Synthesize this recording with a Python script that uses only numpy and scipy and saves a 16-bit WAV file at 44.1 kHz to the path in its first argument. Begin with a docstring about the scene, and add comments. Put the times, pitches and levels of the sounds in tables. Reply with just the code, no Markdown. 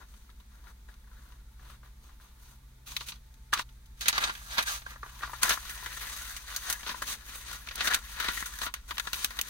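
"""In a parked truck cab, sheets of paper are picked up, leafed through and bent close to the microphone.
Stick-slip friction makes each stroke of sheet over sheet swell and fade with a grainy hiss.
Creases snap in short avalanches of slips, and slack paper buckles with small dull pops.
The padded cab adds a short tail. Underneath lie a running engine, a slowly sinking whine,
a low rumble, faint air noise and a thin whistle."""
import sys
import numpy as np
from scipy import signal
from scipy.fft import rfft, irfft, next_fast_len
from scipy.io import wavfile

SR = 44100
rng = np.random.default_rng(int(sys.argv[2]) if len(sys.argv) > 2 else 0)


def to_wav(s):
    """Save 16-bit WAV."""
    ch = np.atleast_2d(s).T  # columns
    pcm = np.round(np.clip(ch, -1, 1) * 32767)  # PCM
    wavfile.write(sys.argv[1], SR, pcm.astype(np.int16))


N = 418509


def from_db(db):
    """Amplitude ratio of a level in decibels."""
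    return 10 ** (np.asarray(db) / 20)


def rms_one(x):
    """Normalisation to unit mean power."""
    return x / np.sqrt(np.mean(x ** 2) + 1e-20)


def in_time(rows):
    """Linear interpolation of each column of a curve, sample by sample."""
    times_s, *columns = np.transpose(rows)
    return [np.interp(np.arange(N) / SR, times_s, column) for column in columns]


def add(track, start_s, sound):
    """Superposition: a sound adds to a track from its start time."""
    at = round(start_s * SR)
    track[at:at + len(sound)] += sound[:N - at]


def band(x, low_hz, high_hz, order):
    """Band-pass filtering that conserves the power of white noise."""
    sos = signal.butter(order, [low_hz, min(high_hz, .47 * SR)], "band", fs=SR, output="sos")
    power_gain = np.mean(np.abs(signal.sosfreqz(sos, 4096)[1]) ** 2)
    return signal.sosfilt(sos, x) / np.sqrt(power_gain)


def flicker(per_s, spread_db):
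    """Random amplitude modulation: a wandering gain of rms 1."""
    knots = rng.standard_normal(2000)
    wander = np.interp(np.arange(N) / SR * per_s, np.arange(len(knots)), knots)
    return rms_one(from_db(spread_db * wander))


def shaped_noise(spectrum, channels):
    """Spectral shaping of white noise into a steady noise of rms 1."""
    hz, db = np.transpose(spectrum)
    size = next_fast_len(N)
    log_hz = np.log(np.fft.rfftfreq(size, 1 / SR) + 1)
    gain = from_db(np.interp(log_hz, np.log(hz), db, left=-90, right=-90))
    white = rfft(rng.standard_normal((channels, size)))
    return rms_one(irfft(white * gain, size)[:, :N])


# Spectrum of the air noise: frequency_hz, relative_density_db
AIR_SPECTRUM = [(200, 13.5), (350, 4), (550, 3.5), (800, 2), (1300, 4.5), (2200, 3.5), (2800, -3),
                (3700, 3), (5200, -2), (6300, -1), (7500, -3), (10500, -2.5), (16000, -3)]
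# Spectrum of the thin whistle: frequency_hz, relative_density_db
WHISTLE_SPECTRUM = [(840, -37), (880, 2), (894, -1), (908, -7), (950, -28)]
def air():
    """Broadband noise is heard as a hush, narrowband noise as a whistle."""
    hush = from_db(-66) * shaped_noise(AIR_SPECTRUM, channels=2)
    whistle = from_db(-81) * shaped_noise(WHISTLE_SPECTRUM, channels=1)
    return hush + whistle


# Spectrum of the cab's rumble: frequency_hz, relative_density_db
RUMBLE_SPECTRUM = [(10, -1), (20, 4), (28, 13.5), (38, -10), (60, 4), (90, -6.5), (150, -12.5), (215, -6),
                   (300, -20.5), (450, -23), (900, -61)]
def rumble():
    """Stationary low-frequency noise, coherent in both channels."""
    return from_db(-60.5) * shaped_noise(RUMBLE_SPECTRUM, channels=1)


# Line spectrum of the engine: pitch_hz, level_db
ENGINE_LINES = [(32.6, -64.5), (46.4, -55), (50.3, -63), (58.3, -55.5), (66.5, -62), (81.3, -84),
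                (101.5, -72), (199, -81)]
# Swelling of its hum: time_s, gain_db
ENGINE_SWELL = [(0, -2), (1.5, 1), (2.3, -3.5), (3.5, -0.5), (4.5, 1.5), (6, 1), (7.2, -1.5), (8.3, 3),
                (9.49, -1)]
def engine():
    """Beating: closely spaced engine tones drift in and out of phase."""
    t = np.arange(N) / SR
    swell, = from_db(in_time(ENGINE_SWELL))
    tones = sum(from_db(db) * np.sin(2 * np.pi * (hz * t + rng.random())) for hz, db in ENGINE_LINES)
    return np.sqrt(2) * swell * tones


# Course of the sinking whine: time_s, pitch_hz, level_db
WHINE_GLIDE = [(0, 131.8, -73), (1.1, 128.5, -70), (1.8, 129.3, -61.5), (2.25, 127.8, -72),
               (2.9, 127.5, -61), (3.7, 122.5, -64.5), (4.3, 120.9, -62), (5.2, 122.5, -62),
               (6.8, 122.3, -69), (9.49, 120.8, -67)]
def whine():
    """A gliding tone: its phase is the integral of its frequency."""
    pitch_hz, level_db = in_time(WHINE_GLIDE)
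    amplitude = np.sqrt(2) * from_db(level_db) * flicker(per_s=6, spread_db=3)
    return amplitude * np.sin(2 * np.pi * np.cumsum(pitch_hz) / SR)


def cab(x, t60_s, tail_db, low_cut_hz):
    """Reverberation: dense reflections from close walls are soon absorbed by seats and curtain."""
    t = np.arange(SR // 5) / SR
    tail = rng.standard_normal((2, len(t))) * from_db(-60 * t / t60_s) * (t > .002)
    tail = signal.sosfilt(signal.butter(2, low_cut_hz, "high", fs=SR, output="sos"), tail)
    tail /= np.sqrt(np.sum(tail ** 2, axis=1, keepdims=True))
    reflections = from_db(tail_db) * signal.oaconvolve(x, tail, axes=1)[:, :N]
    return (x + reflections) / np.hypot(1, from_db(tail_db))


# Colour of the paper at the microphone: centre_hz, width_hz, gain_db
PAPER_COLOUR = [(1880, 280, 1.5), (2820, 1400, 0), (3815, 620, 3.5), (5320, 1310, -5), (6260, 790, 6),
                (7350, 820, -5.5), (8370, 440, 2.5), (9370, 1160, -3), (10700, 850, 3), (11660, 1040, -5),
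                (13500, 1000, 0), (14600, 1300, -4)]
def coloured(x):
    """Spectral colouration: a cascade of broad peaks and dips."""
    for centre_hz, width_hz, gain_db in PAPER_COLOUR:
        width, gain = np.tan(np.pi * width_hz / SR), from_db(gain_db / 2)
        tuning = -2 * np.cos(2 * np.pi * centre_hz / SR)
        numerator = [1 + width * gain, tuning, 1 - width * gain]
        x = signal.lfilter(numerator, [1 + width / gain, tuning, 1 - width / gain], x)
    return x


# Bearing of the paper: time_s, left_over_right_db (at a shading of 1), left_lag_ms
PAPER_BEARING = [(0, 15, -0.094), (3.6, 1.5, 0.0025), (4.1, -0.5, .24), (4.8, 0, 0.23), (5.4, 9, -0.086),
                 (7.7, 9, -0.097), (9.49, 11.5, -0.15)]
def port_gains(shading):
    """Acoustic shading: the two microphone ports differ in level."""
    pan_db, _ = in_time(PAPER_BEARING)
    return from_db(shading * pan_db * np.array([[.5], [-.5]]))


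def at_microphone(sound, shading):
    """Path difference: direct sound reaches the two ports with a lag and a level step."""
    _, lag_ms = in_time(PAPER_BEARING)
    lag = np.round(lag_ms * SR / 1000).astype(int)
    left = sound[np.clip(np.arange(N) - lag, 0, N - 1)]
    return np.array([left, sound]) * port_gains(shading)


def radiate(power, coherence, shading):
    """Partial coherence: both ports share a random vibration's direct sound, not its scattered sound."""
    noise = np.sqrt(power) * rng.standard_normal((3, N))
    direct = at_microphone(noise[0], shading)
    scattered = noise[1:] * port_gains(shading)
    return np.sqrt(coherence) * direct + np.sqrt(1 - coherence) * scattered


# Slack paper buckling and soft handling knocks: start_s, level_db, pitch_hz, t60_s
BUCKLING_POPS = [(0.139, -55, 1200, 0.018), (0.292, -52, 1280, 0.025), (0.399, -54, 1000, 0.014),
                 (0.669, -42.5, 1420, 0.014), (0.887, -46.5, 1650, 0.025), (0.943, -62, 1350, 0.02),
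                 (1.041, -58, 1640, 0.022), (1.072, -55.5, 1510, 0.022), (1.113, -51.5, 1040, 0.023),
                 (1.178, -60, 1350, 0.02), (1.301, -58, 1290, 0.019), (1.321, -53, 1000, 0.017),
                 (1.593, -50, 1150, 0.021), (1.698, -45, 1270, 0.03), (1.62, -57, 1300, .025),
                 (1.831, -46, 1180, 0.021), (2.092, -48.5, 1130, 0.012), (2.199, -52, 1260, 0.022),
                 (4.863, -32, 1530, 0.03), (4.918, -36.5, 1340, 0.017), (4.958, -37.5, 1580, 0.016),
                 (5.03, -30, 1180, 0.022), (5.061, -38.5, 1080, 0.028), (5.207, -37, 1880, 0.016),
                 (5.232, -24.5, 1140, 0.02), (5.274, -35, 1170, 0.025), (5.295, -32, 980, 0.013),
                 (5.332, -27, 977, 0.015), (5.572, -32, 1240, 0.025), (5.762, -45.5, 1830, 0.042),
                 (5.824, -44, 1780, 0.048), (5.971, -34.5, 1800, 0.024), (6.487, -38.5, 1800, 0.023),
                 (6.943, -31, 1000, 0.023), (7.769, -47, 1420, 0.018)]
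def pops(ring_db, knock_db, tick_db, thud_db, tail_db, tail_t60_s):
    """Snap-through buckling: a patch flips with a damped ring, a tick, a thud and a lingering knock."""
    t = np.arange(SR // 8) / SR
    rings, power, lingering = np.zeros((3, N))
    rise = 1 - np.exp(-t / .0016)
    for start_s, level_db, pitch_hz, t60_s in BUCKLING_POPS:
        envelope = from_db(level_db - 60 * t / t60_s) * rise
        add(rings, start_s, envelope * np.sin(2 * np.pi * pitch_hz * t))
        add(power, start_s, envelope ** 2)
        add(lingering, start_s, (from_db(level_db + tail_db - 60 * t / tail_t60_s) * rise) ** 2)
    ring = from_db(ring_db) * at_microphone(rings, shading=.8)
    knock = band(radiate(power + lingering, coherence=1, shading=.6), 910, 1860, order=3)
    tick = band(radiate(power, coherence=.55, shading=.32), 2200, 5200, order=2)
    thud = band(radiate(power, coherence=.88, shading=.49), 230, 760, order=2)
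    return ring + from_db(knock_db) * knock + from_db(tick_db) * tick + from_db(thud_db) * thud


# Creases snapping: start_s, body_db, crackle_db, hiss_db, decay_s
CREASE_SNAPS = [(0.139, -70, -58, -68, .003), (0.3, -66, -57, -71, .003), (0.4, -70, -57, -64, 0.0044),
                (0.94, -70, -59, -68, .002), (1.321, -71, -59.5, -70, 0.0018), (1.7, -62, -64, -62, .003),
                (2.917, -47.5, -46, -43, .005), (2.965, -45, -26.5, -38.5, 0.0024),
                (3.007, -42, -37.5, -50, .005), (3.085, -51, -36.5, -41, .005),
                (3.12, -48, -38, -62, 0.0036), (3.34, -71, -62, -62, 0.0024), (3.529, -25, -31, -41, 0.002),
                (3.535, -33, -19.5, -28.5, 0.0025), (3.575, -38, -32, -52, 0.002),
                (3.5928, -24.5, -31, -41, 0.0014), (3.69, -63, -55.5, -70, .004),
                (3.858, -86, -63, -60, 0.0041), (4.009, -40, -32, -36.5, 0.0072),
                (4.057, -32, -30.5, -44, .005), (4.082, -26.5, -18.5, -18.5, 0.0033),
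                (4.127, -31, -29, -44, 0.0027), (4.179, -22.5, -23.5, -39, .003),
                (4.238, -31, -21, -37, 0.0032), (4.295, -29, -31.5, -64, .004),
                (4.351, -50, -39, -50, 0.0034), (4.581, -21, -21.5, -31, .005),
                (4.59, -30, -21.5, -37, 0.0032), (4.625, -43, -36, -33, 0.0032),
                (4.681, -43, -32, -42, 0.0055), (4.819, -46, -48, -64, .003),
                (5.4313, -25, -22.5, -20, 0.0019), (5.448, -29, -32, -48, .0024),
                (5.4924, -27, -22.5, -22.5, 0.0038), (5.505, -22.5, -21, -30, 0.0063),
                (5.695, -39.5, -37, -39, 0.0051), (5.86, -33, -37.5, -42.5, 0.0047),
                (6.068, -36.5, -43, -43, 0.0049), (6.365, -43.5, -37, -38, 0.004),
                (6.562, -42, -35.5, -29.5, .003), (6.699, -30.5, -30, -25.5, 0.0039),
                (6.726, -47, -33.5, -28.5, .0024), (6.831, -40, -40, -66, 0.0043),
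                (6.864, -37, -38, -59, 0.004), (6.891, -31.5, -28.5, -52, .007),
                (7.02, -32, -34, -36.5, 0.0046), (7.353, -42, -48, -52, 0.0038),
                (7.529, -47.5, -43, -40, .0026), (7.672, -42, -45, -63, 0.0022),
                (7.687, -53, -35.5, -51, .002), (7.71, -41.5, -37.5, -62, 0.0055),
                (7.756, -49, -45, -37, 0.0015), (7.806, -30.5, -25, -44, 0.0062),
                (7.872, -25, -20.5, -44, .005), (7.936, -44, -25, -33, .0046),
                (7.944, -27, -22.5, -24, 0.002), (8.2, -31, -29, -35, 0.0049),
                (8.244, -32, -33, -51, 0.0015), (8.285, -24, -29.5, -38.5, 0.0018),
                (8.373, -32, -49, -50, 0.0015), (8.424, -30, -46, -54, .0016),
                (8.458, -38.5, -36.5, -35, 0.0094), (8.587, -42, -41, -40, 0.0026),
                (8.615, -27, -31.5, -46, .004), (8.631, -33, -41, -38, 0.0034),
                (8.664, -29.5, -29.5, -51, 0.0065), (8.739, -38, -32.5, -35.5, 0.0019),
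                (8.908, -30, -31, -47, 0.004), (8.97, -41, -41, -64, 0.0015),
                (8.981, -31.5, -26.5, -40, 0.001), (8.997, -33, -28.5, -35, 0.0014),
                (9.071, -33, -33, -47, .003), (9.131, -35, -27, -30, 0.0021), (9.142, -45, -31, -42, .0012),
                (9.245, -35.5, -25, -25.5, 0.0011), (9.306, -37.5, -40, -44, .004),
                (9.389, -35, -27.5, -36.5, 0.0018), (9.413, -50, -32.5, -28, 0.00065)]
def snap_power(rise_s, equivalent_s):
    """Avalanches: each crease gives way in a burst of body, crackle and hiss power."""
    t, power = np.arange(SR // 12) / SR, np.zeros((3, N))
    for start_s, *levels_db, decay_s in CREASE_SNAPS:
        burst = (1 - np.exp(-t / rise_s)) ** 2 * np.exp(-t / decay_s)
        burst *= equivalent_s * SR / burst.sum()   # same energy whatever the decay
        for track, level_db in zip(power, levels_db):
            add(track, start_s, from_db(level_db) ** 2 * burst)
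    return power


def cracks(ring_db, click_db, facet_hz, octaves_per_db, spread_octaves, t60_cycles, delay_s):
    """Impulse excitation: the biggest slip of a snap clicks and rings the facet beside it."""
    t = np.arange(SR // 50) / SR
    rings, clicks = np.zeros((2, N))
    for start_s, body_db, crackle_db, hiss_db, decay_s in CREASE_SNAPS:
        octaves = octaves_per_db * (hiss_db - body_db)   # bright snaps ring higher
        pitch_hz = facet_hz * 2 ** (octaves + spread_octaves * rng.standard_normal())
        strength = 1 / np.hypot(1, decay_s / .0018)   # quick snaps put most into this slip
        envelope = strength * from_db(crackle_db - 60 * pitch_hz * t / t60_cycles)
        add(rings, start_s + delay_s, envelope * np.sin(2 * np.pi * pitch_hz * t))
        add(clicks, start_s + delay_s, strength * from_db([hiss_db]))
    direct = from_db(ring_db) * rings + from_db(click_db) * band(clicks, 4000, 10400, order=2)
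    return at_microphone(direct, shading=.23)


def dents(per_s, spread_db, t60_cycles):
    """Damped resonance: tiny dents flip at random, each ringing at one of twelve pitches; rms 1."""
    sizes = from_db(spread_db * np.minimum(rng.exponential(1, N), 3)) * rng.choice([-1, 1], N)
    flips = sizes * (rng.random(N) < per_s / SR)
    pitches_hz = np.geomspace(950, 2000, num=12)
    pitch_index = rng.integers(0, len(pitches_hz), N)
    rings = np.zeros(N)
    for k, hz in enumerate(pitches_hz):
        radius, angle = from_db(-60 * hz / (t60_cycles * SR)), 2 * np.pi * hz / SR
        resonator = [1, -2 * radius * np.cos(angle), radius ** 2]
        rings += signal.lfilter([1, 0, -1], resonator, flips * (pitch_index == k) + 1e-18)
    return rms_one(rings)


# Motion of whole sheets, relative to the bending drive: time_s, flap_db, flex_db
SHEET_MOTION = [(0, -8.5, -12), (2.9, -9.5, -8), (3.55, -20.5, -20.5), (4.2, -18.5, -11.5),
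                (4.6, -22, -8.5), (5.5, -17.5, -15.5), (6.7, -19.5, -14), (7.05, -11.5, -14.5),
                (7.85, -16, -14), (8.3, -20, -21), (9.49, -14.5, -16)]
def flapping(bending):
    """Plate radiation: the whole sheet pushes air, with a low flap and a hollow flexing above it."""
    flap_gain, flex_gain = from_db(in_time(SHEET_MOTION))
    push = radiate(bending, coherence=.81, shading=.49)
    flap = from_db(-3.5) * band(push, 245, 555, order=1) + from_db(-7) * band(push, 178, 277, order=1)
    flex = band(radiate(bending, coherence=.25, shading=1), 630, 1180, order=2)
    return flap_gain * flap + flex_gain * flex


# The held sheet rings higher as it is bent tighter: time_s, pitch_hz
BENDING_PITCH = [(0, 1430), (1.5, 1340), (2.3, 1200), (3.6, 1280), (4.1, 1620), (5.2, 1290), (5.76, 1650),
                 (6.7, 1620), (6.98, 1440), (7.3, 1550), (8.4, 1590), (8.6, 1410), (9.49, 1500)]
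def sheet_body(bending, log_width):
    """Bending modes: broad resonances flicker, and those near the sheet's present pitch respond most."""
    pitch_hz, = in_time(BENDING_PITCH)
    edges_hz = np.geomspace(880, 2150, num=6)
    centres_hz = np.sqrt(edges_hz[1:] * edges_hz[:-1])
    weights = np.exp(-.5 * (np.log(centres_hz[:, None] / pitch_hz) / log_width) ** 2)
    weights /= np.sqrt(np.sum(weights ** 2, axis=0))
    body = np.zeros((2, N))
    for weight, low_hz, high_hz in zip(weights, edges_hz, edges_hz[1:]):
        gain = weight * flicker(per_s=45, spread_db=3)
        body += gain * band(radiate(bending, coherence=.85, shading=.46), low_hz, high_hz, order=2)
    return body


def shifting_band(x, low_hz, high_hz, per_s, spread_db):
    """Moving excitation: the halves of a band flicker separately as the contact wanders over the sheet."""
    whole = band(x, low_hz, high_hz, order=3)
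    crossover = signal.butter(3, np.sqrt(low_hz * high_hz), fs=SR, output="sos")
    lower = signal.sosfiltfilt(crossover, whole)
    return flicker(per_s, spread_db) * lower + flicker(per_s, spread_db) * (whole - lower)


def crease_crackle(creasing):
    """Acoustic emission: slipping creases and edges crackle in the low treble."""
    vibration = radiate(creasing, coherence=.12, shading=.2)
    return shifting_band(vibration, 2105, 5300, per_s=40, spread_db=1.74)


# Finest hiss, above 10 kHz, relative to the hiss below it: time_s, level_db
FINE_HISS = [(0, 0), (2.5, 3), (3.5, -3), (4.15, -2.5), (4.7, -0.5), (7.2, -.5), (7.9, -1.5), (8.3, -0.5),
             (9.49, -0.5)]
def surface_hiss(rubbing):
    """Roughness noise: rubbed surface fibres hiss in two bands that share the power."""
    fine_gain, = from_db(in_time(FINE_HISS))
    vibration = radiate(rubbing, coherence=.05, shading=.24)
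    hiss = shifting_band(vibration, 4310, 9600, per_s=30, spread_db=2.1)
    shimmer = flicker(per_s=37, spread_db=2)
    fine = shimmer * band(radiate(rubbing, coherence=.05, shading=0), 10260, 15750, order=3)
    return (hiss + fine_gain * fine) / np.hypot(1, fine_gain)


def grain(per_s, spread_db, decay_s, share):
    """Shot noise: a share of the power comes in fibre slips of uneven size; mean 1."""
    occurs = rng.random(N) < per_s / SR
    sizes = from_db(spread_db * np.minimum(rng.exponential(1, N), 3))
    power = signal.lfilter([1], [1, -np.exp(-1 / (decay_s * SR))], occurs * sizes ** 2 + 1e-18)
    return 1 - share + share * power / power.mean()


# Steady rubbing of the sheets in the hands: time_s, level_db
GRIP_RUBBING = [(0, -73.5), (2.5, -75.5), (2.85, -74), (3.95, -72.5), (4.05, -46.5), (4.45, -52),
                (4.84, -60), (5.01, -62.5), (5.2, -52), (6.1, -43.5), (6.45, -52), (7.0, -48.5),
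                (7.21, -55), (7.66, -53.5), (8.57, -46.5), (8.73, -65), (8.85, -64.5), (8.95, -52.5),
                (9.49, -50)]
# One sheet sliding over another: start_s, swell_s, fade_s, body_db, crackle_db, hiss_db
SLIDING_STROKES = [(0.0, 0.0027, 0.059, -55.5, -60.5, -63), (0.05, 0.047, 0.29, -74, -68, -66),
                   (0.48, 0.094, 0.1, -66.5, -68, -69), (0.61, 0.083, 0.038, -58.5, -62, -63.5),
                   (0.87, 0.026, .09, -64, -65, -67), (1.05, 0.18, .25, -65, -66.5, -67.5),
                   (1.55, .16, .08, -59, -58.5, -61.5), (1.825, 0.022, 0.083, -63, -65, -67),
                   (1.98, 0.091, 0.12, -66, -65.5, -65), (2.19, .03, 0.2, -66, -63.5, -65),
                   (2.34, 0.15, .1, -65, -63, -59), (2.855, .02, 0.2, -58, -48, -49.5),
                   (2.97, 0.048, 0.067, -62, -48.5, -52.5), (3.053, 0.033, 0.047, -55.5, -45, -44.5),
                   (3.11, 0.031, 0.057, -63, -55, -62), (3.521, 0.0094, 0.11, -36.5, -35.5, -45),
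                   (3.57, 0.038, 0.023, -48, -39.5, -47.5), (4.004, 0.0083, 0.065, -46, -39.5, -47),
                   (4.05, .035, 0.034, -35, -30, -56), (4.12, 0.037, 0.06, -34, -33, -49),
                   (4.195, 0.018, 0.13, -31.5, -31.5, -40.5), (4.47, 0.083, 0.029, -40.5, -37, -42),
                   (4.565, .015, 0.071, -32.5, -32.5, -40), (4.645, 0.042, 0.13, -39, -34, -36),
                   (4.85, 0.057, 0.076, -51.5, -51, -53), (5.03, 0.021, 0.18, -56, -59, -59),
                   (5.212, 0.019, 0.045, -39.5, -42.5, -58), (5.413, 0.019, 0.12, -31, -31.5, -32.5),
                   (5.48, 0.032, 0.071, -34, -32, -35), (5.61, 0.095, 0.055, -55, -48, -51),
                   (5.8, 0.074, 0.13, -50, -61, -64), (6.005, 0.02, 0.029, -43.5, -44, -41.5),
                   (6.03, .21, .21, -54, -50, -47), (6.45, 0.086, .13, -47.5, -44, -46.5),
                   (6.59, .11, 0.08, -40.5, -39.5, -41), (6.83, .075, 0.043, -42.5, -38.5, -46),
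                   (7.04, 0.071, .065, -42, -35.5, -37.5), (7.22, 0.12, 0.13, -52, -47, -48),
                   (7.429, 0.086, .09, -46.5, -41.5, -45), (7.74, 0.079, 0.03, -37, -34.5, -49),
                   (7.815, 0.052, 0.035, -33.5, -33, -34.5), (7.895, 0.012, 0.096, -31.5, -32.5, -40.5),
                   (8.065, 0.034, 0.072, -58, -46.5, -48), (8.119, 0.17, .055, -35.5, -35.5, -43.5),
                   (8.28, 0.081, 0.1, -42, -39, -39), (8.589, 0.051, 0.051, -40, -37, -36),
                   (8.735, 0.016, .06, -52.5, -49, -59), (8.87, .038, 0.019, -47.5, -46, -47.5),
                   (9.035, 0.031, 0.04, -52, -54, -53), (9.125, 0.028, 0.11, -45.5, -41, -38.5),
                   (9.195, 0.039, 0.05, -46.5, -39.5, -38), (9.32, 0.073, .04, -48.5, -54, -58),
                   (9.44, .05, .05, -50, -48, -48)]
def slide_power(speed_exponent, grip_body_db, grip_hiss_db):
    """Sliding friction: body, crackle and hiss power follow each stroke's speed, over the grip's rub."""
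    t = np.arange(N) / SR
    grip_db, = in_time(GRIP_RUBBING)
    power = from_db([grip_db + grip_body_db, grip_db, grip_db + grip_hiss_db]) ** 2
    for start_s, swell_s, fade_s, *levels_db in SLIDING_STROKES:
        length_s = swell_s + fade_s
        ramp = np.interp(t[:int(length_s * SR)], [0, swell_s, length_s], [0, 1, 0])
        speed = np.sin(np.pi / 2 * ramp)
        for track, level_db in zip(power, levels_db):
            add(track, start_s, (from_db(level_db) * speed ** speed_exponent) ** 2)
    return power


def rustle(body_db, crackle_db, hiss_db, dent_db):
    """Forced vibration: stick-slip and snaps drive the sheet from its low flap up to its surface hiss."""
    crinkles = grain(per_s=70, spread_db=3.5, decay_s=.0054, share=.11)
    slips = grain(per_s=700, spread_db=5.5, decay_s=.0024, share=.41)
    sliding = crinkles * slide_power(speed_exponent=1.41, grip_body_db=-3, grip_hiss_db=-1)
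    bending, creasing, rubbing = sliding * slips + snap_power(rise_s=.00017, equivalent_s=.0074)
    flap = flapping(bending)
    body_amplitude = np.sqrt(sliding[0])
    denting = body_amplitude * dents(per_s=220, spread_db=4, t60_cycles=19)
    body = from_db(body_db) * sheet_body(bending, log_width=.29)
    body += from_db(dent_db) * at_microphone(denting, shading=.93)
    crackle = from_db(crackle_db) * crease_crackle(creasing)
    hiss = from_db(hiss_db) * surface_hiss(rubbing)
    return flap + body + crackle + hiss


def scene():
    """Superposition: the paper and its reflections add to the steady sounds of the cab."""
    paper = rustle(body_db=-1.48, crackle_db=-2.5, hiss_db=1.5, dent_db=-10)
    paper += cracks(ring_db=6.5, click_db=17, facet_hz=3450, octaves_per_db=.017, spread_octaves=.15,
                    t60_cycles=24, delay_s=.0012)
    paper += pops(ring_db=3, knock_db=.5, tick_db=-11, thud_db=-10, tail_db=-13.5, tail_t60_s=.11)
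    air_noise = air()
    paper_in_cab = coloured(cab(paper, t60_s=.039, tail_db=-7, low_cut_hz=1000))
    return air_noise + engine() + whine() + rumble() + paper_in_cab


def record(dry):
    """Band limiting: a steep low-pass filter removes the highest treble."""
    cutoff_hz = 15900
    return signal.sosfilt(signal.ellip(12, .1, 80, cutoff_hz, fs=SR, output="sos"), dry)


dry = scene()
out = record(dry)
to_wav(out)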